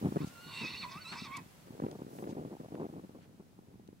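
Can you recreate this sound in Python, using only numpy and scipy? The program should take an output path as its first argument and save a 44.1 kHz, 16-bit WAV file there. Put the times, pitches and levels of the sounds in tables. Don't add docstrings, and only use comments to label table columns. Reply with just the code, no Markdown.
import sys
import numpy as np
from scipy import signal
from scipy.fft import rfft, irfft
from scipy.io import wavfile
from scipy.ndimage import uniform_filter1d, map_coordinates

SR = 44100
rng = np.random.default_rng(int(sys.argv[2]) if len(sys.argv) > 2 else 0)


def waveform_to_disk(signal):
    frames = np.transpose(np.atleast_2d(signal))
    scaled = np.clip(frames, -1, 1) * 32767
    samples = np.round(scaled).astype(np.int16)
    wavfile.write(sys.argv[1], SR, samples)


N = 176400

# time in seconds, delay of the left port and lead of the
# right in seconds taken together, pitch of the small eddies in Hz.
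EDDY_PASSAGE = [(0, 0.00038, 176), (1.4, 0.00036, 171), (1.799, 0.00042, 265), (2.9, 0.00033, 274),
                (4, 0.00039, 187)]


def from_db(db):
    return 10 ** (np.asarray(db) / 20)


def unit_rms(x):
    return x / np.sqrt(np.mean(x ** 2) + 1e-20)


def curves(rows):
    times, *columns = np.transpose(rows)
    return [np.interp(np.arange(N) / SR, times, column) for column in columns]


def drift(rate_hz):
    pole = np.exp(-2 * np.pi * rate_hz / SR)
    return unit_rms(signal.lfilter([1], [1, -2 * pole, pole * pole], rng.standard_normal(N + SR))[SR:])


def resonate(x, hz, width_hz):
    radius = np.exp(-np.pi * width_hz / SR)
    section = [1 - radius, 0, radius - 1, 1, -2 * radius * np.cos(2 * np.pi * hz / SR), radius ** 2]
    return signal.sosfilt([section, section], x)


def coloured_noise(spectrum, correlation):
    hz, db = np.transpose(spectrum)
    bin_hz = np.arange(N // 2 + 1) * SR / N
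    gain = from_db(np.interp(np.log(bin_hz + 1), np.log(hz), db))
    mid, side = irfft(rfft(rng.standard_normal((2, N))) * gain, N)
    return unit_rms(np.sqrt(1 + correlation) * mid + np.sqrt(1 - correlation) * side * [[1], [-1]])


def air():
    # frequency in Hz, relative density in dB.
    rumble_spectrum = [(18, -50), (32, -6), (102, 1), (187, 3.5), (591, -23), (1200, -30), (15500, -45.5)]
    hiss_spectrum = [(530, 6.5), (950, 3.5), (3420, -3), (15500, -9)]
    # time in seconds, level in dB.
    hiss_level = [(0, -56), (.8, -57.5), (1.5, -61), (2.2, -63), (2.9, -65), (3.3, -69.5), (4, -71.5)]
    rumble = from_db(-63) * coloured_noise(rumble_spectrum, correlation=0.24)
    hiss = from_db(curves(hiss_level)[0]) * coloured_noise(hiss_spectrum, correlation=0.024)
    return rumble + hiss


def add_eddy(pressure, centre_s, db, hz):
    span = np.arange(max(int((centre_s - 2 / hz) * SR), 0), min(int((centre_s + 2 / hz) * SR), N))
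    offset_squared = 0.41 * (np.pi * hz * (span / SR - centre_s)) ** 2
    pressure[span] -= from_db(db) * (1 - 5 * offset_squared) / (1 + offset_squared) ** 4


def breeze(eddies_per_s=240, spread_db=2.5):
    # time in seconds, level in dB.
    strength = [(0, -26.5), (.33, -60), (.72, -48), (1.04, -58), (1.3, -50.5), (1.52, -68), (1.82, -41),
                (2.1, -43.5), (2.38, -38), (2.55, -46), (2.8, -39), (3.1, -51), (3.5, -61), (3.8, -53.5),
                (4, -66)]
    level_db, pitch_hz = curves(strength)[0], curves(EDDY_PASSAGE)[1]
    pressure = np.zeros(N)
    arrivals = np.flatnonzero(rng.random(N) < eddies_per_s / SR)
    chances = np.clip(rng.standard_normal((len(arrivals), 2)), -2, 2)
    for i, (louder, higher) in zip(arrivals, chances):
        add_eddy(pressure, i / SR, level_db[i] + spread_db * louder, pitch_hz[i] * np.exp(.35 * higher))
    return pressure


def buffets(gap_s=0.0062, run_loss_db=2.5):
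    # start in seconds, first eddy's peak in dB, length in seconds, pitch in Hz.
    runs = [(0.049, -19.5, .02, 198), (0.087, -26, 0.0039, 211), (0.124, -25, .002, 248),
            (0.161, -22, 0.0048, 312), (0.168, -17, 0.0044, 287), (0.206, -27, .026, 194),
            (0.245, -23, .002, 167), (0.273, -34, .002, 151), (.465, -42.5, .025, 138),
            (0.614, -34.5, 0.044, 195), (0.958, -40, 0.011, 138), (1.119, -42.5, 0.036, 222),
            (1.221, -33.5, 0.0046, 160), (1.375, -42.5, 0.053, 170), (1.463, -41.5, .002, 160.9),
            (1.707, -36.5, .002, 197), (1.801, -26, 0.00093, 467), (1.822, -25.5, 0.0051, 320),
            (1.839, -22.5, 0.0091, 223), (1.866, -23, 0.00088, 350), (1.898, -40.5, 0.061, 313),
            (2.02, -29, 0.002, 270), (2.067, -33, .001, 280), (2.188, -33.5, 0.0023, 360),
            (2.226, -31, 0.021, 320), (2.275, -27.5, 0.0026, 367), (2.327, -33, 0.0042, 275),
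            (2.367, -32, 0.058, 253), (2.451, -29, 0.0092, 288), (2.514, -36, 0.026, 268),
            (2.601, -33, 0.011, 257), (2.648, -38.5, 0.011, 434), (2.747, -28.5, .001, 340),
            (2.8, -29.5, 0.066, 302), (2.928, -38.5, 0.072, 289.6), (3.039, -38.5, 0.0099, 240),
            (3.095, -39.5, .001, 259), (3.149, -41, .025, 250), (3.399, -39.5, 0.0093, 214),
            (3.591, -41.5, .002, 211), (3.742, -43.5, 0.004, 196), (3.889, -37.5, .001, 275),
            (3.93, -40.5, .002, 262)]
    pressure = np.zeros(N)
    for start, db, length, hz in runs:
        add_eddy(pressure, start, db, hz)
        count = int(round(length / gap_s))
        for k, (later, louder, higher) in enumerate(rng.standard_normal((count, 3)), 1):
            along = (k + 0.189 * later) / count
            eddy_db = db - run_loss_db * along + louder
            add_eddy(pressure, start + length * along, eddy_db, hz * np.exp(.18 * higher))
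    return pressure


def wind(low_cut_hz=117.7):
    t = np.arange(N) / SR
    eddies = buffets() + breeze()
    slope_power = uniform_filter1d(np.gradient(eddies) ** 2, SR // 200)
    shear = np.sqrt(np.abs(slope_power)) * SR / (2 * np.pi * 300)
    turbulence = unit_rms(resonate(rng.standard_normal(N), hz=746, width_hz=537))
    pressure = eddies + from_db(-14.5) * shear * turbulence
    delay_s = curves(EDDY_PASSAGE)[0] * (1 + .2 * drift(13))
    ports = [from_db(side) * np.interp(t - side * delay_s, t, pressure) for side in (.5, -.5)]
    return signal.sosfilt(signal.butter(2, low_cut_hz, "high", fs=SR, output="sos"), ports)


def squeal(flutter_hz=381, rest_pitch_hz=1410, shimmer_db=2.5, tear_db=1.8, fade_s=0.011):
    # time in seconds, pitch in Hz.
    melody = [(0.173, 929), (.2, 985), (0.236, 1417), (0.286, 1346), (.315, 1434), (0.376, 1368),
              (.42, 1421), (0.5, 1445), (0.552, 1374), (0.594, 1400), (0.657, 1252), (.69, 1323),
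              (.715, 1460), (0.74, 1280), (0.776, 1443), (0.804, 1478), (.822, 1383), (0.848, 988.7),
              (0.87, 978.5), (0.951, 1130), (.98, 1252), (1.005, 1498), (1.024, 1491), (1.049, 1321),
              (1.07, 1303), (1.105, 1442), (1.13, 1458), (1.149, 1009), (1.175, 1081), (1.205, 1324),
              (1.228, 1386), (1.261, 1151), (1.299, 1039), (1.351, 1146), (1.372, 1060), (1.41, 794)]
    # time in seconds, then roughness from 0 to 1 of the low,
    # middle and high registers.
    roughness = [(.21, 0.76, 0.53, 0.68), (.25, .04, 1, 0.8), (.38, 0.023, 0.078, 0.29),
                 (.46, 0.014, 0.16, 0.22), (.53, 0.98, 0.47, 1), (.6, 0.97, 0.43, 0.85),
                 (.66, .87, 0.069, 1), (.72, 0.95, .85, 0.51), (.755, 0.97, 0.22, 1), (.8, 1, 1, 0.12),
                 (.845, 0.11, 0.17, 0.98), (.91, 0.31, 0.99, 1), (.97, 0.027, 0.97, 0.72),
                 (1.02, .03, 0.95, 0.025), (1.065, 0.39, .08, 0.17), (1.11, 0.31, .6, .2),
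                 (1.15, 0.83, 1, 1), (1.235, 0.19, 0.36, 0.67), (1.28, 0.51, 0.77, .75),
                 (1.345, 0.036, 0.069, 0.35), (1.39, 0.67, 0.73, 1)]
    # time in seconds, then low, middle, high and top registers in dB.
    register_levels = [(0.18, -57, -63, -66, -76), (0.22, -56, -59, -58, -65), (0.26, -60.5, -74, -70, -77),
                       (0.33, -62, -69, -78, -80), (0.37, -55.5, -65, -70, -81),
                       (0.48, -57, -59.5, -56.5, -82), (0.55, -53, -47.5, -46.5, -63.5),
                       (0.65, -50.5, -40.5, -46.5, -51.5), (0.72, -58.5, -53, -48, -59.5),
                       (0.752, -54, -43, -47.5, -60), (0.795, -71, -61, -44.5, -63),
                       (0.833, -52, -42.5, -44.5, -60), (0.852, -38.5, -59, -54, -57),
                       (0.875, -57.5, -61, -68, -76), (0.92, -52.5, -53.5, -49.5, -54),
                       (0.95, -50, -58, -61, -65), (0.975, -49, -54.5, -61, -63),
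                       (1.003, -60, -54.5, -69, -81), (1.022, -60, -59, -45, -70),
                       (1.04, -63, -64, -63, -74), (1.058, -54.5, -49.5, -50, -65),
                       (1.11, -59, -59, -47, -59), (1.16, -45.5, -54, -58, -62),
                       (1.19, -51.5, -50, -53.5, -49), (1.22, -66, -57.5, -51, -58),
                       (1.255, -52, -51.5, -50.5, -50), (1.3, -51, -61, -67, -84),
                       (1.352, -45.5, -43.5, -55.5, -60), (1.385, -48.5, -58, -59.5, -67),
                       (1.41, -58, -60, -81, -76)]
    # centre in Hz, width in Hz, gain in dB.
    throat = [
        [(1051, 214, 4), (1370, 310, -7.5)],
        [(2034, 220, -1.5), (2338, 180, -0.5), (2653, 63, 1)],
        [(3750, 360, 5), (4443, 170, 5)],
        [(5180, 720, 5), (6010, 330, -2)],
    ]
    # time in seconds, level in dB.
    sizzle_level = [(.47, -79), (.565, -59), (.7, -72), (.84, -68.5), (1.0, -82), (1.08, -63), (1.25, -68),
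                    (1.29, -77)]

    low, middle, high = np.clip(curves(roughness), 0, 1)
    rasp_shares = [low, middle, high, np.maximum(high, 0.81)]
    harshness = np.minimum(middle, high)
    glide_hz = curves(melody)[0]
    pitch_hz = glide_hz * (1 + .005 * drift(48) + .028 * harshness * drift(276))
    phase = 2 * np.pi * np.cumsum(pitch_hz) / SR
    flutter_rate = flutter_hz * (1 + 0.112 * drift(140))
    flutter = np.cos(2 * np.pi * np.cumsum(flutter_rate) / SR)
    puffs = (1 + flutter) * rng.standard_normal(N)
    throat_clock = np.cumsum((glide_hz / rest_pitch_hz) ** .1 * (1 + .005 * drift(55)))
    sizzle = resonate(puffs, hz=7940, width_hz=780) + .5 * resonate(puffs, hz=9230, width_hz=780)
    voice = from_db(curves(sizzle_level)[0]) * map_coordinates(unit_rms(sizzle), [throat_clock])

    gains = from_db(curves(register_levels))
    for harmonic, (gain, share, resonances) in enumerate(zip(gains, rasp_shares, throat), 1):
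        slip = .4 * share * drift(flutter_hz)
        tone = np.sqrt(2 - 2 * share) * np.sin(harmonic * phase + slip)
        tone *= from_db(shimmer_db * np.sqrt(share) * drift(83))
        tone *= 1 + 0.39 * harshness * flutter
        ringing = sum(from_db(db) * unit_rms(resonate(puffs, hz, width)) for hz, width, db in resonances)
        rasp = np.sqrt(share) * map_coordinates(unit_rms(ringing), [throat_clock])
        rasp *= from_db(tear_db * drift(55))
        voice += gain * from_db(-1.5) * (tone + rasp)
    t = np.arange(N) / SR
    start, end = melody[0][0], melody[-1][0]
    return voice * np.clip(np.minimum(t - start, end - t) / fade_s, 0, 1)


def across_desert(voice, right_bias_db=2, scatter_db=-14.5, t60_s=0.19, cutoff_hz=3400):
    t = np.arange(N) / SR
    dull = signal.butter(2, cutoff_hz, fs=SR, output="sos")
    scatter = signal.sosfilt(dull, rng.standard_normal((2, SR // 2)))
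    scatter *= from_db(-60 * t[:SR // 2] / t60_s)
    scatter /= np.sqrt(np.sum(scatter ** 2, axis=1, keepdims=True))
    echo = signal.fftconvolve(voice[None], scatter, axes=1)[:, :N]
    left = from_db(-right_bias_db / 2) * voice
    right = from_db(right_bias_db / 2) * np.interp(t - .00001, t, voice)
    return np.array([left, right]) + from_db(scatter_db) * echo


def hoof_scuffs():
    # peak time in seconds, level in dB, half-width in seconds, band centre in Hz.
    scuffs = [(0.276, -58.5, 0.02, 6060), (1.132, -44, 0.014, 1900), (1.371, -47, 0.0045, 6900),
              (1.914, -50.5, 0.0016, 4500), (2.187, -64, 0.088, 10900), (2.188, -55, 0.0032, 1930),
              (2.241, -53.5, 0.0035, 1860), (2.301, -62, 0.022, 5470), (2.753, -50.5, 0.0017, 1330),
              (3.23, -68, 0.029, 2418), (3.877, -60, 0.0013, 4950)]
    out, t = np.zeros((2, N)), np.arange(N) / SR
    grit = rng.standard_normal(N) + 1.76 * rng.standard_normal((2, N))
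    grit *= from_db(drift(270))
    for peak_s, db, half_width_s, hz in scuffs:
        band = signal.butter(2, [hz * 0.41, min(hz * 1.43, SR * 4 / 9)], "band", fs=SR, output="sos")
        swell = np.exp(-((t - peak_s) / half_width_s) ** 2)
        out += from_db(db) * swell * unit_rms(signal.sosfilt(band, grit))
    return out


def scene():
    return air() + across_desert(squeal()) + hoof_scuffs() + wind()


def record(dry):
    low_cut = signal.butter(2, 45, "high", fs=SR, output="sos")
    high_cut = signal.ellip(10, .1, 70, 15750, fs=SR, output="sos")
    return signal.sosfilt(high_cut, signal.sosfilt(low_cut, dry))


dry = scene()
out = record(dry)
waveform_to_disk(out)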